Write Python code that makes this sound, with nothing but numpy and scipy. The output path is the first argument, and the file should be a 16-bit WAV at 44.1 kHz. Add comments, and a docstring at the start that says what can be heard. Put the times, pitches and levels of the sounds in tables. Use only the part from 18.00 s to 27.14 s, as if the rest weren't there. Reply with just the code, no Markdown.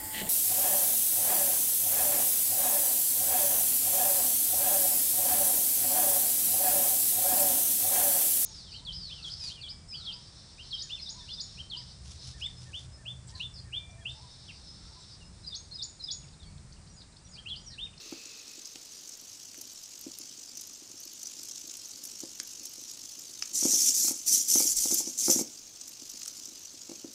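"""A laptop fan hisses, then fades as a hand-held camera swings to a six-legged robot drawing with a pen.
Its servos chatter at the 50 Hz control rate while they hold the pose, then whir through six short moves:
the impacts of gear teeth excite the gearbox resonances. Motor brushes spit; a few sharp clicks stand out.
Legs and pen knock on the table, which rings in damped modes; the small room hisses faintly."""
import sys
import numpy as np
from scipy import signal
from scipy.fft import rfft, irfft, next_fast_len
from scipy.io import wavfile
from scipy.ndimage import uniform_filter1d, map_coordinates

SR = 44100
rng = np.random.default_rng(int(sys.argv[2]) if len(sys.argv) > 2 else 0)


def put_to_file(sound):
    """Save the sound as 16-bit audio at rate SR, in the file named by the first command-line argument."""
    columns = np.atleast_2d(sound).T  # one column per channel
    safe = np.clip(columns, -1, 1)
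    whole_steps = np.round(safe * 32767)
    wavfile.write(sys.argv[1], SR, whole_steps.astype(np.int16))


N = 403074
FRAME_HZ, SPIN_UP_S = 50, 0.018  # control rate; time a motor takes to reach speed

# chatter of the servos holding the pose [t/s, level/dB, brightness/dB]
HOLD = [(0, -52.5, -15), (1.1, -51.5, -11.5), (1.5, -50.5, -12), (2.5, -49.5, -14), (2.85, -52, -12.5),
        (3.3, -48, -13), (5.4, -48, -10.5), (7.6, -51.5, -16), (8.35, -47.5, -10.5), (8.65, -50, -15),
        (9.14, -50.5, -14)]
# each servo's turn within the control frame [t/s, level/dB]
SERVO_SLOTS = [(.0095, 1), (.0135, -4.5), (0.014, -1), (0.018, 3.5)]
# spectrum of a running gearbox [f/Hz, level/dB]
GEAR_SPECTRUM = [(600, -45), (1600, -36), (2300, -31), (3100, -27), (4300, -16.5), (5300, -5), (6050, 1),
                 (6700, -2.5), (7600, -4.5), (9400, -9), (12700, -10.5), (15400, -16.5)]
# main impacts on the table [t/s, peak level/dB, hardness/dB]
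KNOCKS = [(.123, -30.5, -12.5), (.755, -44, -11), (2.065, -33, -28), (4.233, -32.5, -19), (5.625, -32, -12),
          (5.652, -19, -18.5), (5.732, -33, -15), (6.045, -36, -8), (6.081, -34.5, -2), (6.108, -32, -15),
          (6.555, -22.5, -10), (6.601, -26.5, -6.5), (6.651, -35.5, -33), (6.854, -30.5, -9),
          (6.907, -34, -6), (6.922, -28, -29), (7.003, -32.5, -11), (7.072, -32, -16), (7.281, -21, -11.5),
          (7.295, -18.5, -14), (7.359, -23.5, -23), (7.39, -27, -11), (7.41, -27.5, -18),
          (8.893, -35.5, -14), (8.914, -33, -17.5), (9.044, -32, -30)]


def amp(db):
    """Amplitude ratio of a level in decibels."""
    return 10 ** (np.asarray(db) / 20)


def unit(x):
    """Normalisation to rms 1."""
    return x / np.sqrt(np.mean(x ** 2) + 1e-20)


def along(points, hz):
    """Interpolation of [f/Hz, value] points on a logarithmic frequency axis."""
    f, values = np.transpose(points)
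    return np.interp(np.log(hz + 1), np.log(f), values)


def curves(rows):
    """Linear interpolation, sample by sample, of each column after t/s."""
    times, *columns = np.transpose(rows)
    return [np.interp(np.arange(N) / SR, times, column) for column in columns]


def wobble(rate):
    """Smooth random modulation: a spline through `rate` knots a second."""
    knots = rng.standard_normal(int(N * rate / SR) + 4)
    return map_coordinates(knots, [np.arange(N) * rate / SR])


def swell(s, rise_s, decay_s):
    """Linear rise to 1 at time s, then exponential decay."""
    t = np.arange(N) / SR - s
    return np.clip(1 + t / rise_s, 0, 1) * np.exp(-np.maximum(t, 0) / decay_s)


def filtered(x, response):
    """Linear filtering: the spectrum is multiplied by a frequency response."""
    size = next_fast_len(len(x) + 8192)
    return irfft(rfft(x, size) * response(np.fft.rfftfreq(size, 1 / SR)), size)[:len(x)]


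def coloured(x, spectrum):
    """Spectral shaping by [f/Hz, level/dB] points, at rms 1."""
    return unit(filtered(x, lambda hz: amp(along(spectrum, hz))))


def add(track, s, sound):
    """Superposition of a sound on the track from time s."""
    part = track[max(round(s * SR), 0):][:len(sound)]
    part += sound[:len(part)]


def random_frames(per_second):
    """A Bernoulli process picks control frames: [t/s, size in standard deviations]."""
    frames = np.arange(N * FRAME_HZ // SR) / FRAME_HZ
    size = np.clip(rng.standard_normal(len(frames)), -2, 2)
    picked = rng.random(len(frames)) < per_second / FRAME_HZ
    return np.column_stack([frames, size])[picked]


def background(hiss_db=-60, resting_hand_db=-79):
    """Ambient room noise, and structure-borne rumble from the hand on the camera."""
    # room noise [f/Hz, level/dB]
    hiss_spectrum = [(20, -32.5), (45, -17), (100, -6), (200, -12), (500, -11.5), (1000, -15.5),
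                     (2000, -17.5), (5000, -11.5), (10000, -26.5), (16000, -21)]
    # the hand shifts its grip [level/dB, rise/s, decay/s]
    grip = (-55.5, 0.12, 0.09)
    grip_db, rise_s, decay_s = grip
    hand_spectrum = [(10, -11), (25, 13), (45, -13), (80, 0), (160, -35), (600, -100)]  # [f/Hz, level/dB]
    rumble = coloured(rng.standard_normal(N), hand_spectrum)
    hiss = coloured(rng.standard_normal(N), hiss_spectrum)
    hand_gain = amp(resting_hand_db) + amp(grip_db) * swell(6.77, rise_s, decay_s)
    return amp(hiss_db) * hiss + hand_gain * rumble


def room(x):
    """Reverberation of a small furnished room: absorption ends the high treble first."""
    # reverberation time [f/Hz, T60/s]
    decay_times = [(200, 0.084), (2000, 0.33), (12000, 0.035)]
    hz, t, noise = signal.stft(rng.standard_normal(SR // 2), SR, nperseg=256)
    tail = signal.istft(noise * amp(-60 * t / along(decay_times, hz)[:, None]), SR, nperseg=256)[1]
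    delayed = np.pad(x, (SR // 200, 0))
    return signal.fftconvolve(delayed, tail / np.linalg.norm(tail))[:N]


def fan(vent_width_hz=140):
    """Broadband flow noise of the laptop fan, with a narrow air resonance in its vent."""
    # the rush of air falls behind [t/s, level/dB]
    rush_fade = [(0, -49.5), (.45, -53.5), (.8, -58), (1.2, -60.5), (1.7, -77)]
    # flow noise [f/Hz, level/dB]
    rush_spectrum = [(260, -16), (450, -0.5), (800, -20), (1200, -8), (1600, -13), (2000, -8.5), (3000, -7),
                     (4200, 4.5), (5500, 1.5), (8000, -20), (15000, -25)]
    # vent resonance [t/s, f/Hz, level/dB]
    vent_resonance = [(0, 2680, -60), (.25, 2610, -59), (.55, 2540, -65), (.8, 2540, -86), (1.2, 2580, -97)]
    hz, db = curves(vent_resonance)
    lowpass = lambda f: 1 / (1 + (f / vent_width_hz) ** 2)
    waver = [filtered(rng.standard_normal(N), lowpass) for _ in range(2)]
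    phase = 2 * np.pi * np.cumsum(hz) / SR
    vent = amp(db) * unit(waver[0] * np.cos(phase) + waver[1] * np.sin(phase))
    return vent + amp(curves(rush_fade)[0]) * coloured(rng.standard_normal(N), rush_spectrum)


def tremor(hold_db=-18, move_db=-30, shake_db=-26, shake_s=0.064):
    """Forced vibration: the legs patter as the servos work, and shake on after each knock."""
    # response of the robot's frame on the table [f/Hz, level/dB]
    frame_spectrum = [(76, -61), (130, -14.5), (172, -11.5), (193, -5.5), (259, 0.5), (339, -1.5),
                      (479, -13.5), (700, -17.5), (910, -23), (1540, -120)]
    hold_power = amp(curves(HOLD)[0] + hold_db) ** 2
    move_power = (amp(move_db) * effort()[0]) ** 2
    shake_power = sum((amp(db + shake_db) * swell(s + SPIN_UP_S, SPIN_UP_S, shake_s)) ** 2
                      for s, db, _ in KNOCKS)
    gain = np.sqrt(hold_power + move_power + shake_power) * amp(1.6 * wobble(9))
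    return gain * coloured(impacts(rate=110, scatter_db=2.5, rub=0.72), frame_spectrum)


def knocks(hard_db=12, low_hz=155, contact_s=0.0019):
    """Modal ringing of the table under feet and pen: harder contacts excite more of the upper modes."""
    # modes of the table [f/Hz, level/dB, T60/s]
    modes = [(178, -8, 0.018), (272.4, 1, 0.036), (315, -3, 0.052), (516, -7, 0.046), (605, -29, 0.026),
             (827, -6, 0.024), (1285, -6, 0.012), (2236, -12.5, 0.018)]
    out, t = np.zeros(N), np.arange(SR // 6) / SR
    hz, db, t60 = np.transpose(modes)[:, :, None]
    upper_share = np.clip(np.log2(hz / 400), 0, 1)
    radiation = signal.butter(3, low_hz, "high", fs=SR, output="sos")  # a board radiates little bass
    foot_taps = [(s, -50.5 + 3 * size, -24) for s, size in random_frames(per_second=5)]  # as in KNOCKS
    for s, peak_db, hardness_db in [*KNOCKS, *foot_taps]:
        spot, detune = rng.standard_normal((2, len(modes), 1))  # each spot favours other modes
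        mode_hz = hz * (1 + .025 * detune)
        gain = amp(db + 2 * spot + (hardness_db + hard_db) * upper_share)
        ring = np.sum(gain * amp(-60 * t / t60) * np.cos(2 * np.pi * mode_hz * t), axis=0)
        ring = signal.sosfilt(radiation, ring * (1 - np.exp(-t / contact_s)))
        add(out, s, amp(peak_db) * ring / np.abs(ring).max())
    return out


def clicks(noise_share=0.98):
    """Impulse excitation: a pulse and a brief noise, through a treble band and two lower resonances."""
    # sharp clicks; the one at 2.19 s is a very short, bright broadband tick
    # [t/s, peak level/dB, f/Hz, width/octaves, body level/dB, T60/s]
    sharp_clicks = [(0.758, -24.5, 4100, 0.74, -16, .025), (1.545, -29, 3500, 2.9, -8, 0.0023),
                    (2.1875, -18, 8000, .87, -28, 0.0027), (3.77, -25.5, 8450, 0.56, -30, .012),
                    (4.4002, -15, 5860, 0.36, -9, 0.015), (5.424, -15, 5650, 0.15, -11.5, 0.013),
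                    (8.219, -29, 4500, .65, -7, .014), (8.26, -22, 5930, 0.51, -7, .015)]
    # resonances that give a click its body [f/Hz, bandwidth/Hz, level/dB]
    body_modes = [(1470, 800, -5.5), (2440, 720, -5)]
    out, t = np.zeros(N), np.arange(SR // 20) / SR
    body = lambda f: sum(amp(db) * 1j * f * width / (hz * hz - f * f + 1j * f * width)
                         for hz, width, db in body_modes)
    for s, peak_db, centre_hz, octaves, body_db, t60 in sharp_clicks:
        noise = rng.standard_normal(len(t)) * amp(-60 * t / t60)
        crack = noise_share * noise / np.linalg.norm(noise) + (t == 0)
        band = lambda f: np.exp(-.5 * (np.log2((f + 1) / centre_hz) / octaves) ** 2)
        click = filtered(np.pad(crack, (SR // 100, 0)), lambda f: band(f) + amp(body_db) * body(f))
        add(out, s - 1 / 100, amp(peak_db) * click / np.abs(click).max())  # early by the padding
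    return out


def spits(per_second=16, scatter_db=4, rise_s=0.0007, boost_db=11):
    """Brush noise: the motor brushes spit tiny, very bright bursts, each shorter than a control frame."""
    # the sharpest bursts [t/s, level/dB]
    sharp = [(1.578, -47), (1.991, -43), (2.012, -38), (2.672, -39), (3.003, -40), (3.052, -44),
             (3.886, -44), (4.431, -42), (7.892, -39), (8.115, -43)]
    # brush noise [f/Hz, level/dB]
    brush_spectrum = [(3000, -24), (6000, -6), (8200, 0), (10000, -16), (12300, 5), (15400, -7.5)]
    times, hold_db, bright_db = np.transpose(HOLD)
    faint = [(s + SERVO_SLOTS[1][0], np.interp(s, times, hold_db + bright_db) + boost_db + scatter_db * z)
             for s, z in random_frames(per_second)]
    gate, t = np.zeros(N), np.arange(SR // 60) / SR
    for s, db in [*sharp, *faint]:
        add(gate, s, amp(db) * t / rise_s * np.exp(1 - t / rise_s))
    return gate * coloured(rng.standard_normal(N), brush_spectrum)


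def impacts(rate, scatter_db, rub):
    """Shot noise: teeth or feet strike at random, `rate` times a second, over a share of sliding noise."""
    struck = rng.random(N) < rate / SR
    strength = amp(scatter_db * np.clip(rng.standard_normal(N), -2, 2))
    strikes = struck * strength * rng.choice([-1, 1], N)
    return unit(unit(strikes) + rub * rng.standard_normal(N))


def casing(x, t60, ring_db):
    """The dense modes of a servo case add a brief ring: convolution with decaying noise."""
    t = np.arange(SR // 20) / SR
    ring = rng.standard_normal(len(t)) * amp(-60 * t / t60)
    return unit(x + amp(ring_db) * signal.fftconvolve(x, ring / np.linalg.norm(ring))[:N])


def shifting_resonances(x, depth_db=2.5):
    """Time-varying filtering: resonances well up and fade as gear teeth and leg angles change."""
    spectra = signal.stft(x, nperseg=512)[2]
    patches = uniform_filter1d(rng.standard_normal(spectra.shape), size=5, axis=0)
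    patches = uniform_filter1d(patches, size=5, axis=1)
    return signal.istft(spectra * amp(depth_db * unit(patches)), nperseg=512)[1][:N]


def gearbox(x, spectrum, crossover_hz=9000):
    """The gearbox resonance near 6 kHz and the sizzle above the crossover, each at rms 1."""
    shaped = coloured(x, spectrum)
    body = filtered(shaped, lambda hz: 1 / (1 + (hz / crossover_hz) ** 20))
    return unit(body), unit(shaped - body)


def holding(burst_s=0.0027, scatter_db=3.0, jitter_s=0.0015, idle=0.41, body_db=2, sizzle_db=1):
    """Pulse modulation: once per control frame a kick of current rattles the gears of each servo."""
    t = np.arange(N) / SR
    rattle, drive = np.zeros((2, N))
    for slot_s, db in SERVO_SLOTS:
        frame = np.round((t - slot_s) * FRAME_HZ).astype(int)
        size, late = np.clip(rng.standard_normal((2, N // SR * FRAME_HZ + FRAME_HZ)), -2, 2)[:, frame]
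        from_kick_s = t - slot_s - frame / FRAME_HZ - jitter_s * late
        kick = amp(db + scatter_db * size) * np.exp(-.5 * (from_kick_s / burst_s) ** 2)
        rattle += amp(db) * (kick + idle) * impacts(rate=6000, scatter_db=4.5, rub=0.55)
        drive += kick
    # gearbox under a static load [f/Hz, level/dB]
    hold_spectrum = [(600, -44), (1200, -24), (1800, -28), (2900, -13), (3500, -13.5), (4600, -5),
                     (6200, 1.5), (7100, -3), (9400, -15), (12200, -20), (15400, -26)]
    body, sizzle = gearbox(shifting_resonances(rattle), hold_spectrum)
    sizzle = unit(sizzle * (drive + idle) ** 0.13)  # harder kicks are brighter
    level_db, bright_db = curves(HOLD)
    return amp(level_db) * (amp(body_db) * body + amp(bright_db + sizzle_db) * sizzle)


def twitches(gain_db=-10.5, rise_s=0.0022, case_hz=6210, ring_width_hz=400, ring_db=-2, sizzle_db=-2):
    """Transient excitation: a longer kick of current briefly spins one gear train and rings its case."""
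    # the strongest kicks [t/s, relative level/dB, brightness/dB]
    kicks = [(.6545, -30, -27), (1.0745, -32, -20), (1.091, -30, -9), (1.6116, -30, 1.5),
             (2.5712, -30, -14), (2.61, -31.5, 2), (3.23, -28, -4), (3.2695, -26, -11), (3.431, -31.5, 0),
             (3.485, -29.5, -7), (3.511, -27, -25), (3.577, -31, -20), (3.711, -27, -25), (4.037, -31, 2),
             (4.051, -26.5, 0), (4.203, -24, -13), (4.654, -25, -3), (5.4553, -28, -14), (6.0815, -15, -17),
             (6.343, -18, -16), (6.9115, -15.5, -13), (6.942, -21.5, 11), (7.2995, -9.5, -18),
             (7.812, -28.5, -25), (7.878, -28.5, -6), (8.097, -29.5, -8), (8.17, -35, -18),
             (8.23, -27.5, -25), (8.278, -21.5, -8), (8.4553, -28, -24)]
    body, sizzle = gearbox(impacts(rate=5000, scatter_db=2.5, rub=0.76), GEAR_SPECTRUM)
    t = np.arange(SR // 25) / SR
    body_gain, sizzle_gain, ring = np.zeros((3, N))
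    for s, db, bright_db in kicks:
        kick = amp(db + gain_db) * t / rise_s * np.exp(1 - t / rise_s)
        hz = case_hz * (1 + 0.0516 * rng.standard_normal())
        phase_drift = np.cumsum(rng.standard_normal(len(t))) * np.sqrt(2 * np.pi * ring_width_hz / SR)
        add(body_gain, s, kick)
        add(sizzle_gain, s, kick * amp(bright_db + sizzle_db))
        add(ring, s, kick * np.sin(2 * np.pi * hz * t + phase_drift))
    return body_gain * body + sizzle_gain * sizzle + amp(ring_db) * ring


def effort(brake_s=0.016, settle_s=0.16, dull_db=-4.5, brightening=0.28):
    """Gains of gear body and sizzle, summed in power: each move spins up, pushes, brakes and settles."""
    # leg moves [t/s, delay of hardest push/s, length/s, level at that push/dB, swell towards it/dB,
    # brightness/dB, settling level/dB]
    moves = [(5.529, 0.36, 0.39, -24, 5, -9.5, -43), (5.927, 0.12, 0.18, -25.5, 3.5, -5.5, -38),
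             (6.252, 0.088, 0.16, -22, 8, -5.5, -35), (6.472, 0.079, 0.26, -23, 4.5, -5.5, -42),
             (6.751, 0.12, 0.25, -27, 1.5, -7.5, -35), (7.17, 0.14, 0.24, -25.5, 5.5, -8.5, -45.5)]
    t = np.arange(N) / SR
    body_power, sizzle_power = np.zeros((2, N))
    for start, hardest, length, db, swell_db, bright_db, settle_db in moves:
        stop = start + length
        push_db = np.interp(t - start, [0, hardest, length], [-swell_db, 0, -swell_db])
        drive = np.clip((t - start) / SPIN_UP_S, 0, 1) * np.exp(-np.maximum(t - stop, 0) / brake_s)
        run = amp(db + push_db) * drive
        settle = amp(settle_db) * swell(stop, SPIN_UP_S, settle_s)  # hunting around the new angle
        body_power += run ** 2 + settle ** 2
        sizzle_power += (amp(bright_db + brightening * push_db) * run) ** 2
        sizzle_power += (amp(bright_db + dull_db) * settle) ** 2
    return np.sqrt(body_power), np.sqrt(sizzle_power)


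def moving(flutter_db=1.5, surge_db=1.17):
    """Incoherent sources add: several gear trains whir at once, their load trading back and forth."""
    whir = np.zeros(N)
    for _ in SERVO_SLOTS:
        load = amp(1.3 * wobble(18))
        teeth = impacts(rate=1500, scatter_db=0.5, rub=0.41)
        whir += load * casing(teeth, t60=0.0096, ring_db=-3.5)
    whir = shifting_resonances(whir)
    running_rms = np.sqrt(np.abs(uniform_filter1d(whir ** 2, size=1500)))
    flutter = amp(flutter_db * wobble(200) + surge_db * wobble(FRAME_HZ))
    body, sizzle = gearbox(whir / running_rms * flutter, GEAR_SPECTRUM)
    body_gain, sizzle_gain = effort()
    return body_gain * body + sizzle_gain * sizzle


def scene():
    """Superposition of all direct sound and the reverberation of servos, clicks and knocks."""
    clatter = holding() + spits() + moving() + twitches() + clicks()
    backdrop = tremor() + fan() + background()
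    bumps = knocks()
    reverberation = room(amp(-14.0) * clatter + amp(-10.5) * bumps)
    return (clatter + bumps + reverberation + backdrop)[None]


def record(dry):
    """Band limiting: an ideal low-pass passes nothing above 15580 Hz."""
    return filtered(dry[0], lambda hz: hz < 15580)[None]


dry = scene()
out = record(dry)
put_to_file(out)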